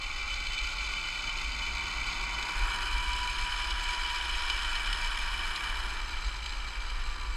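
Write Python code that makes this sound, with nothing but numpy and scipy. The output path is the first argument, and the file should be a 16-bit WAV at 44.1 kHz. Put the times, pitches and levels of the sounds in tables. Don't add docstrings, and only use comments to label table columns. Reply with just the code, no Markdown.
import sys
import numpy as np
from scipy import signal
from scipy.fft import rfft, irfft
from scipy.io import wavfile
from scipy.ndimage import uniform_filter1d

SR = 44100
rng = np.random.default_rng(int(sys.argv[2]) if len(sys.argv) > 2 else 0)


def log_audio(samples):
    frames = np.atleast_2d(samples).T
    limited = np.clip(frames, -1, 1)
    pcm = np.round(limited * 32767).astype(np.int16)
    wavfile.write(sys.argv[1], SR, pcm)


N = 324576
TIME = np.arange(N) / SR
HZ = np.fft.rfftfreq(N, 1 / SR)

# t/s, rate/Hz
STRAND_RATE = [(0, 271), (1, 297), (1.5, 306), (2.5, 321), (3.2, 327), (4.2, 324), (5, 315), (5.5, 308),
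               (6.3, 285), (7.36, 249)]
# t/s, pose (0 looking back, 1 swung round, 2 facing the landing)
POSE = [(0, 0), (1.6, .03), (2.35, .08), (2.55, .45), (2.72, 1), (5.65, 1.03), (6.1, 2)]


def amp(db):
    return 10 ** (np.asarray(db) / 20)


def unit(x):
    return x / np.sqrt(np.mean(x ** 2) + 1e-20)


def curve(rows):
    return np.interp(TIME, *np.transpose(rows))


def swells(rows):
    return sum(db * 2 ** -(2 * (TIME - peak_s) / length_s) ** 2 for peak_s, length_s, db in rows)


def colour(points, hz):
    points_hz, db = np.transpose(points)
    return amp(np.interp(np.log(hz + 1), np.log(points_hz), db))


def bell(hz, centre_hz, width_hz):
    return 1 / (1 + (np.sqrt(2) - 1) * (2 * (hz - centre_hz) / width_hz) ** 2) ** 2


def split(x, edge_hz):
    low_share = 1 / (1 + (HZ / edge_hz) ** 8)
    return irfft(rfft(x) * low_share, N), irfft(rfft(x) * (1 - low_share), N)


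def noise(gain):
    return unit(irfft(rfft(rng.standard_normal(N)) * gain, N))


def wander(rate_hz):
    return noise(1 / (1 + (HZ / rate_hz) ** 4))


def facing_landing():
    return np.clip(curve(POSE) - 1, 0, 1)


def buffeting(lee_db=-39, open_db=-35, turbulence_db=1.03, steadiness=0.29):
    # f/Hz, level/dB
    spectrum = [(10, -16), (22, 0.5), (35, -2.5), (50, -2.5), (58, -5.5), (66, -18), (85, -26), (120, -38),
                (200, -43.5), (450, -57), (2000, -100)]
    # peak t/s, length/s, gain/dB
    gusts = [(.64, 0.047, 7), (1.15, 0.11, -7.5), (1.93, 0.05, -8), (2.62, 0.086, 10.5), (2.73, 0.053, -8),
             (2.97, 0.26, 3.5), (3.28, 0.12, 3), (3.95, 0.065, -10), (4.22, 0.15, -4.5), (4.58, 0.047, 4),
             (5.59, 0.094, -12), (7.0, 0.08, 0)]
    eddies = noise(colour(spectrum, HZ))
    envelope = np.sqrt(uniform_filter1d(eddies ** 2, size=5000) + 1e-9)
    exposure = np.minimum(curve(POSE), 1)
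    level_db = lee_db + (open_db - lee_db) * exposure + swells(gusts) + turbulence_db * wander(5.5)
    return unit(eddies / envelope ** steadiness) * amp(level_db)


def air_rush():
    # t/s, level/dB
    level = [(0, -59.5), (1.1, -56.5), (1.95, -52.8), (3.2, -57), (4.65, -61), (5.3, -56.5), (6.3, -59.5),
             (7.36, -59.5)]
    # f/Hz, level/dB
    spectrum = [(40, -25), (80, 6), (120, 1), (200, -2), (300, -3.5), (450, -16), (800, -27), (2000, -64)]
    return noise(colour(spectrum, HZ)) * amp(curve(level))


def rough_spots(fade_s=0.0045, small_per_s=8, small_db=3):
    # t/s, level/dB re rolling force
    big_spots = [(0.342, 11), (.589, 10.5), (2.072, 9), (2.134, 8), (2.428, 11), (3.133, 12), (3.707, 11),
                 (4.16, 9), (4.5, 13.5), (4.755, 12), (4.929, 14.5), (5.047, 11.5), (5.561, 13.5),
                 (6.246, 8), (6.429, 10), (6.461, 13.5), (6.494, 12.5), (6.528, 6)]
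    power = (rng.random(N) < small_per_s / SR) * amp(small_db) ** 2
    for at_s, db in big_spots:
        power[round(at_s * SR) - SR // 1000] += amp(db) ** 2
    return np.sqrt(signal.lfilter([1], [1, -np.exp(-2 / (fade_s * SR))], power + 1e-18))


def wire_slips(per_s=700, fade_s=0.0018):
    onsets = rng.exponential(1, N) * (rng.random(N) < per_s / SR)
    strength = np.sqrt(signal.lfilter([1], [1, -np.exp(-1 / (fade_s * SR))], onsets))
    return unit(strength - strength.mean())


def rolling_force(strands, click_envelope, strands_per_turn=9, smooth_hz=2100, sizzle_hz=8500):
    # peak t/s, length/s, grind/dB, sizzle/dB
    scrubs = [(2.033, 0.6, 2.5, 0.5), (2.65, 0.53, 5, 3.5), (4.95, .6, 1.5, 2), (5.663, 0.55, 3.5, 4.3),
              (7.15, 0.61, 1.5, 2)]
    # f/Hz, level/dB
    click_spectrum = [(1500, -12), (3000, -3), (4100, 3), (5500, -1), (8000, -2), (13000, -6)]
    smooth_db = -2.5 + swells((peak_s, length_s, db) for peak_s, length_s, db, _ in scrubs)
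    sizzle_db = -2.5 + swells((peak_s, length_s, db) for peak_s, length_s, _, db in scrubs)
    sizzle_db += 0.5 * facing_landing()
    wobble = np.cos(2 * np.pi * (2 * strands / strands_per_turn + 0.023 * wander(5.2)))
    slips = wire_slips()
    contact = rng.standard_normal(N)
    clicks = irfft(rfft(click_envelope * rng.standard_normal(N)) * colour(click_spectrum, HZ), N)
    pressure_db = 2.24 * slips + 1.7 * wobble + 0.5 * np.cos(2 * np.pi * strands)
    smooth, _ = split(unit(contact * amp(0.9 * slips)), smooth_hz)
    _, rough = split(unit(contact * amp(pressure_db) + clicks), smooth_hz)
    grit, _ = split(rough, sizzle_hz)
    _, sizzle = split(unit(contact * amp(3.0 * slips) + clicks), sizzle_hz)
    return smooth * amp(smooth_db) + grit + sizzle * amp(sizzle_db)


def ring(force, modes, pose):
    # f/Hz, width/Hz, gain/dB in poses 0, 1, 2
    notches = [(1762.0, 174.0, -10.0, -6.5, 0.0), (2053.0, 257.0, 0.0, -5.3, -6.1),
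               (2888.0, 143.0, -9.1, 0.0, -3.0), (3360.0, 116.0, -2.0, -4.2, -9.1),
               (4624.0, 104.0, -2.1, -0.8, -8.7), (7228.0, 360.0, -6.7, -5.1, -9.4),
               (9208.0, 236.0, -10.1, 0.0, -7.8)]
    hz = np.fft.rfftfreq(8192, 1 / SR)[:, None]
    mode_hz, width_hz, *mode_db = np.transpose(modes)
    power = (amp(mode_db[pose]) ** 2 * bell(hz, mode_hz, width_hz)).sum(1)
    notch_hz, width_hz, *notch_db = np.transpose(notches)
    power *= amp((notch_db[pose] * bell(hz, notch_hz, width_hz)).sum(1)) ** 2
    log_gain = np.log(np.r_[power, power[-2:0:-1]] + 1e-12) / 2
    response = np.fft.ifft(np.exp(np.conj(signal.hilbert(log_gain)))).real
    return signal.oaconvolve(force, response[:len(hz)])[:N]


def radiate(force, modes):
    turn = np.clip(curve(POSE), 0, 2)
    return sum(np.maximum(1 - abs(turn - pose), 0) * ring(force, modes, pose) for pose in range(3))


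def whine(strands, base_db=-49.5, landing_db=-3, jitter_hz=21, flutter_db=1.5):
    # multiple of the strand rate, level/dB
    partials = [(2, -5), (3, -2), (4, -6), (4.62, 2)]
    # f/Hz, gain/dB
    response = [(500, -9), (600, -12.5), (650, -17), (760, -19), (830, -7), (1000, 0.5), (1200, -5.5),
                (1290, -9.5), (1400, -14), (1500, -11)]
    # peak t/s, length/s, gain/dB
    surges = [(3.17, 0.19, 4.5)]
    rate_hz, tones = curve(STRAND_RATE), np.zeros(N)
    for multiple, db in partials:
        hz = multiple * rate_hz
        tone = np.sin(2 * np.pi * (multiple * strands + 0.12 * wander(jitter_hz)))
        tone = unit(tone * amp(flutter_db * wander(8.2)))
        sheave_resonance_db = 9 * bell(hz, centre_hz=977, width_hz=40)
        tones += amp(db + sheave_resonance_db) * colour(response, hz) * tone
    return tones * amp(base_db + swells(surges) + landing_db * facing_landing())


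def cable(strands, click_envelope):
    # f/Hz, width/Hz, gain/dB in poses 0, 1, 2
    modes = [(621.0, 610.0, -43.2, -51.8, -44.2), (877.0, 227.0, -30.8, -33.0, -36.6),
             (1116.0, 121.0, -24.2, -28.2, -42.7), (1339.0, 199.0, -39.0, -32.1, -29.2),
             (1740.0, 288.0, -37.7, -20.4, -29.9), (2052.0, 224.0, -23.5, -37.8, -30.2),
             (2688.0, 215.0, -28.8, -46.5, -38.3), (2966.0, 195.0, -36.6, -28.2, -29.6),
             (3248.0, 283.0, -43.0, -27.8, -34.2), (3738.0, 373.0, -42.7, -37.5, -40.7),
             (5234.0, 287.0, -36.5, -33.6, -39.6), (6668.0, 305.0, -35.7, -48.0, -55.1),
             (9392.0, 923.0, -52.0, -49.4, -60.0), (10365.0, 768.0, -67.6, -53.2, -55.1)]
    # t/s, gain/dB
    drive = [(0, -3), (2.8, -1), (4.5, 2.8), (5.6, -0.3), (6.1, 1.2), (6.45, -1), (7, -0.6), (7.36, -4)]
    return radiate(rolling_force(strands, click_envelope) * amp(curve(drive)), modes)


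def trolley(strands, click_envelope):
    # f/Hz, width/Hz, gain/dB in poses 0, 1, 2
    modes = [(362.0, 65.0, -38.7, -34.8, -37.3), (976.0, 80.0, -44.6, -24.5, -26.4),
             (1182.0, 69.0, -36.9, -24.7, -28.4), (1429.0, 166.0, -25.2, -24.4, -30.5),
             (2328.0, 54.0, -15.7, -15.9, -21.4), (2458.0, 210.0, -25.8, -24.7, -32.8),
             (3006.0, 50.0, -16.8, -16.9, -30.6), (3549.0, 193.0, -30.2, -44.7, -48.2),
             (4054.0, 196.0, -34.2, -30.6, -32.5), (4282.0, 522.0, -33.6, -37.3, -40.5),
             (4738.0, 55.0, -28.6, -29.8, -29.7), (4975.0, 95.0, -34.1, -31.0, -38.0),
             (6159.0, 479.0, -42.9, -45.9, -45.8), (6472.0, 62.0, -36.8, -31.9, -39.3),
             (7489.0, 180.0, -48.4, -36.7, -41.0), (7582.0, 611.0, -41.5, -40.5, -42.7),
             (8623.0, 401.0, -50.8, -49.3, -53.6), (9335.0, 160.0, -50.5, -40.3, -54.8),
             (11286.0, 630.0, -60.4, -56.1, -64.4), (12305.0, 100.0, -59.4, -49.5, -61.1),
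             (12902.0, 4203.0, -66.0, -64.3, -68.7)]
    # t/s, gain/dB
    drive = [(0, -2.1), (.6, 2.1), (1.4, 1), (2.9, 0.07), (4.6, 0.6), (5.75, -2.5), (6.2, 1.6),
             (6.45, -0.6), (7.36, -2)]
    return radiate(rolling_force(strands, click_envelope) * amp(curve(drive)), modes)


def scene():
    strands = np.cumsum(curve(STRAND_RATE)) / SR
    click_envelope = rough_spots()
    rolling = trolley(strands, click_envelope) + cable(strands, click_envelope) + whine(strands)
    return (rolling + buffeting() + air_rush())[None]


def record(dry, edge_hz=15250):
    lowpass = signal.firwin(511, edge_hz, window=("kaiser", 9), fs=SR)
    return signal.oaconvolve(dry, lowpass[None], "same")


dry = scene()
out = record(dry)
log_audio(out)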